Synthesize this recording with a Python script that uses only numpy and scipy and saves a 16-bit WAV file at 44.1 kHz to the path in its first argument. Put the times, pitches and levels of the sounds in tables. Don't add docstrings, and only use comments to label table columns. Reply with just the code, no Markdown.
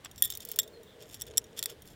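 import sys
import numpy as np
from scipy import signal
from scipy.fft import rfft, irfft
from scipy.io import wavfile
from scipy.ndimage import uniform_filter1d

SR = 44100
rng = np.random.default_rng(int(sys.argv[2]) if len(sys.argv) > 2 else 0)


def persist_wave(psi):
    counts = np.round(np.clip(psi, -1, 1) * 32767).astype(np.int16)
    wavfile.write(sys.argv[1], SR, np.atleast_2d(counts).T)


N = 85995

# (f/Hz, level/dB)
AIR_COLOUR = [(25, -7.5), (80, 3.5), (400, 0), (1250, -11.5), (1850, -9.5), (2500, -14.5), (3400, -12),
              (4500, -18.5), (15500, -28)]
# (t/s, level/dB)
WIND_CURVE = [(0, -73), (.24, -58), (.55, -70), (.8, -67), (1.2, -68.5), (1.42, -63), (1.8, -63),
              (1.95, -56)]
# (f/Hz, width/Hz, level/dB)
HUM_BANDS = [(451, 75.5, 11), (625.6, 30, 1)]
# (t/s, level/dB)
HUM_CURVE = [(0, -84.5), (.5, -56), (.77, -55.5), (.9, -61), (1.02, -51), (1.17, -73.5), (1.3, -52),
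             (1.5, -61.5), (1.73, -51), (1.83, -70)]
# (t/s, length/s, first f/Hz, last f/Hz, level/dB, warble as a share of the pitch)
BIRD_NOTES = [(0.726, 0.066, 4310, 4050, -60.5, 0.0063), (0.85, 0.13, 3564, 3215, -60, 0.0506)]
# (f/Hz, level/dB)
NEAR_LINK_TONES = [(7397, 1), (8760, -3.5), (15150, 1.5)]
FAR_LINK_TONES = [(10627, -1), (11200, -5), (11850, -3.5)]
# (t/s, near link level/dB, far link level/dB)
SLACK_JOLTS = [(0.5971, -62, -84.5), (.8327, -73, -94.5), (1.2189, -86.5, -74), (1.6999, -90, -62)]
# (f/Hz, level/dB, time to fade by 60 dB/s)
BLADE_TONES = [(3190, -5, 0.031), (3580, -3, 0.042), (5570, -3, 0.03), (6600, -4.5, 0.025),
               (6870, -3, 0.018), (8850, -9, 0.047)]
HANGING_TONES = [(1835, -30, 0.083), (3285, -22, 0.085), (3440, -12.5, 0.061), (3626, -23, 0.092),
                 (7070, -11.5, 0.021), (9544, 1, .016), (10220, -0.5, 0.008), (12260, 0, 0.02),
                 (12780, -5.5, 0.018), (14250, -1.5, 0.025), (15100, -6, .013)]
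MIDDLE_TONES = [(1883, -27.5, 0.12), (3330, -10.5, 0.046), (3507, -5, .045), (3723, -8, 0.037),
                (5450, -7.5, 0.025), (7524, -1, 0.031), (9480, -12, 0.012), (13100, 0.5, 0.018),
                (13870, -2.5, 0.016)]
# (f/Hz, level/dB, time to fade by 60 dB/s)
MIDDLE_OTHER_CONTACT_TONES = [(1872, -27, 0.048), (3600, -11, 0.02), (5325, -8, 0.012), (5603, -3, 0.039),
                              (7626, 1, 0.023), (7760, -15.5, 0.023), (10290, -1, 0.02),
                              (13540, -6.5, 0.03), (14230, -12.5, .03)]
# (f/Hz, level/dB)
CLICK_COLOUR = [(500, -46), (2000, -18.5), (6000, -7), (10000, -3.5), (15500, 3)]
CONTACT_COLOUR = [(200, -13), (2200, -8.5), (3600, 0.5), (7000, -3), (11000, -7), (16000, -1.5)]
# (t/s, length/s, place of the peak 0-1, level/dB, treble tilt/dB per octave)
CHAIN_SCRAPES = [(0.039, 0.034, 0.63, -42, -9.5), (0.155, 0.14, 0.85, -48, 8), (0.262, 0.16, 0.32, -53, -2),
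                 (0.395, 0.055, 0.58, -50, 0.5), (0.441, 0.17, 0.39, -50.5, -0.5),
                 (0.987, 0.068, 0.47, -53.5, -2.5), (1.046, 0.14, 0.65, -53, 3.5),
                 (1.263, 0.033, 0.55, -52, -3), (1.334, 0.0087, 0.61, -49, -9),
                 (1.561, 0.063, 0.3, -42, -0.5), (1.662, 0.082, 0.43, -50, -4.5),
                 (1.848, .11, 0.24, -55, 3)]
# (t/s, click level/dB, blade level/dB)
BLADE_TICKS = [(0.1132, -49, -45.5), (0.2761, -39, -50), (0.302, -28, -33), (0.312, -36, -60),
               (0.337, -49, -41), (0.3516, -33.5, -38.5), (0.373, -30.5, -52), (.4040, -37.5, -41.5),
               (0.4508, -30.5, -53), (0.4882, -33, -63), (0.5159, -26.5, -45.5), (0.5604, -29.5, -47),
               (0.6176, -41, -47), (.677, -47, -48), (0.8322, -50.5, -54.5), (1.023, -47, -56),
               (1.201, -48, -46.5), (1.268, -45.5, -52), (1.4412, -53, -48), (1.6999, -39.5, -41.5),
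               (1.8204, -44, -49), (1.855, -50, -57)]
# (t/s, hanging link level/dB, middle link level/dB,
# middle link at its other spot level/dB, crack level/dB, fade time factor)
LINK_KNOCKS = [(0.047, -84, -79, -41, -37, 1.1), (.1595, -70, -62, -49.5, -44, 0.71),
               (0.179, -79, -50.5, -48.5, -44.5, 2.7), (0.2226, -10.5, -42, -30, -22, 0.88),
               (.2381, -30, -31, -50, -43, 1.6), (.2474, -25, -34, -54, -33, 1.35),
               (0.254, -30.5, -32.5, -65, -33, 1.5), (0.302, -47, -43, -61, -47, 2.3),
               (.3230, -45, -32, -49, -33, 0.72), (0.5886, -17.5, -17, -30.5, -11, 0.8),
               (.5974, -39, -20.5, -49, -30, 0.92), (0.6302, -60, -44, -75.5, -41, 2.2),
               (1.143, -77, -50, -45, -38.5, 1.9), (1.2117, -56, -45, -34.5, -34, 0.67),
               (1.219, -31.5, -48, -28.5, -40, 0.62), (1.3724, -57, -54, -18, -30, 0.75),
               (1.3794, -36.5, -27.5, -8, -16.5, 0.4), (1.5912, -31, -28, -27.5, -32, 0.61),
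               (1.6272, -29, -27, -33, -19.5, 0.66), (1.6374, -35, -43, -42, -32, 1.28),
               (1.658, -26.5, -55, -30, -16.5, 0.6)]

BIRD_T60_S, SLACK_T60_S = 0.15, 0.33
SNAP_T60_S, FIZZ_T60_S, CRACK_T60_S = 0.003, 0.024, 0.016
ECHO_DB, ECHO_T60_S, ECHO_DELAY_S = -20, 0.039, 0.0013
CONTACT_S = 0.0004


def undb(db):
    return 10 ** (np.asarray(db) / 20)


def unit(x):
    return x / (np.std(x) + 1e-12)


def add(out, start, x):
    i = max(int(start * SR), 0)
    out[i:i + len(x)] += x[:max(len(out) - i, 0)]


def colour(x, points, tilt_db=0, tilt_from_hz=1500):
    octave = np.log2(np.fft.rfftfreq(len(x), 1 / SR) + 1)
    hz, db = np.array(points, float).T
    shape_db = np.interp(octave, np.log2(hz), db)
    shape_db += tilt_db * np.maximum(octave - np.log2(tilt_from_hz), 0)
    return unit(irfft(rfft(x) * undb(shape_db), len(x)))


def band(hz, width):
    f = np.fft.rfftfreq(N, 1 / SR) + 1
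    off_pitch = (f - hz * hz / f) / (2 * width)
    return unit(irfft(rfft(rng.standard_normal(N)) / (1 + 2 * off_pitch ** 2), N))


def drift(per_s):
    step = int(SR / per_s)
    return unit(uniform_filter1d(rng.standard_normal(512)[np.arange(N) // step % 512], step))


def fade(t, t60):
    return np.exp(-np.log(1000) * t / t60)


def ring(t, tones, stretch=1):
    out = np.zeros(len(t))
    for hz, db, t60 in tones:
        db += 2 * rng.standard_normal()
        hz *= 1 + 0.0025 * rng.standard_normal()
        out += undb(db) * fade(t, t60 * stretch) * np.sin(2 * np.pi * hz * t)
    return out


def air_and_wind():
    air = undb(-58) * colour(rng.standard_normal(N), AIR_COLOUR)
    wind_db = np.interp(np.arange(N) / SR, *np.array(WIND_CURVE).T) + 3.5 * drift(per_s=7.62)
    return air + undb(wind_db) * band(hz=78, width=80)


def far_hum():
    hum = unit(sum(undb(db) * band(hz, width) for hz, width, db in HUM_BANDS))
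    return hum * undb(np.interp(np.arange(N) / SR, *np.array(HUM_CURVE).T))


def bird():
    out, t = np.zeros(N), np.arange(16384) / SR
    for start, length, from_hz, to_hz, db, warble in BIRD_NOTES:
        progress = np.linspace(0, 1, int(length * SR))
        hz = from_hz + (to_hz - from_hz) * progress
        hz *= 1 + warble * drift(per_s=248)[:len(hz)]
        swell = np.sin(np.pi * np.sqrt(progress))
        add(out, start, undb(db) * swell * np.sin(2 * np.pi * np.cumsum(hz) / SR))
    smear = rng.standard_normal(len(t)) * fade(t, BIRD_T60_S)
    return signal.fftconvolve(out, smear / np.linalg.norm(smear))[:N]


def wall_echo(x):
    t = np.arange(16384) / SR
    tail = rng.standard_normal(len(t)) * fade(t, ECHO_T60_S) * (t > ECHO_DELAY_S)
    return undb(ECHO_DB) * signal.fftconvolve(x, tail / np.linalg.norm(tail))[:N]


def slack_links():
    out, t = np.zeros(N), np.arange(N) / SR
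    for start, near_db, far_db in SLACK_JOLTS:
        for tones, level_db in ((NEAR_LINK_TONES, near_db), (FAR_LINK_TONES, far_db)):
            sway_db = 4 * drift(per_s=25)
            link = ring(t, [(hz, db, SLACK_T60_S) for hz, db in tones])
            add(out, start, undb(level_db + sway_db) * link)
    return out


def slips(from_s=1, to_s=1.57, per_s=63):
    out, t = np.zeros(N), np.arange(1024) / SR
    span = to_s - from_s
    for when, softness in rng.random((int(per_s * span), 2)):
        tap = ring(t, BLADE_TONES, stretch=0.31)
        add(out, from_s + when * span, undb(-47.5 - 9 * softness) * tap)
    return out


def scrapes(catches_per_s=820):
    out, t = np.zeros(N), np.arange(8192) / SR
    for start, length, peak, db, tilt_db in CHAIN_SCRAPES:
        catches = (rng.random(len(t)) < catches_per_s / SR) * rng.standard_normal(len(t))
        catches *= undb(rng.exponential(size=len(t)))
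        friction = unit(catches) + 0.4 * rng.standard_normal(len(t))
        links = ring(t[:2048], MIDDLE_TONES + MIDDLE_OTHER_CONTACT_TONES + HANGING_TONES)
        ringing = signal.fftconvolve(friction, links)[:len(t)]
        scrape = colour(unit(friction) + unit(ringing), CONTACT_COLOUR, tilt_db)
        swell = np.interp(t / length, [0, peak, 1], [0, 1, 0])
        add(out, start, undb(db) * swell * scrape)
    return out


def ticks():
    out, t = np.zeros(N), np.arange(4096) / SR
    attack = 1 - np.exp(-t / CONTACT_S)
    snap_and_fizz = undb(10) * fade(t, SNAP_T60_S) + fade(t, FIZZ_T60_S)
    for start, click_db, blade_db in BLADE_TICKS:
        click = snap_and_fizz * colour(rng.standard_normal(len(t)), CLICK_COLOUR)
        pitch_shift = 1 + 0.02 * rng.standard_normal()
        blade = ring(t * pitch_shift, BLADE_TONES)
        add(out, start, attack * (undb(click_db) * click + undb(blade_db) * blade))
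    return out


def knocks():
    out, t = np.zeros(N), np.arange(4096) / SR
    attack = 1 - np.exp(-t / CONTACT_S)
    for start, hanging_db, middle_db, other_contact_db, crack_db, stretch in LINK_KNOCKS:
        links = undb(hanging_db) * ring(t, HANGING_TONES, stretch)
        links += undb(middle_db) * ring(t, MIDDLE_TONES, stretch)
        links += undb(other_contact_db) * ring(t, MIDDLE_OTHER_CONTACT_TONES, stretch)
        crack = fade(t, CRACK_T60_S * stretch) * colour(rng.standard_normal(len(t)), CONTACT_COLOUR)
        add(out, start, attack * (links + undb(crack_db) * crack))
    return out


def scene():
    low_cut = signal.butter(2, 1000, "high", fs=SR, output="sos")
    steel = signal.sosfilt(low_cut, knocks() + ticks() + scrapes() + slips() + slack_links())
    return (steel + wall_echo(steel) + air_and_wind() + far_hum() + bird())[None]


def record(dry):
    return signal.sosfilt(signal.ellip(8, 0.2, 70, 16100, fs=SR, output="sos"), dry)


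dry = scene()
out = record(dry)
persist_wave(out)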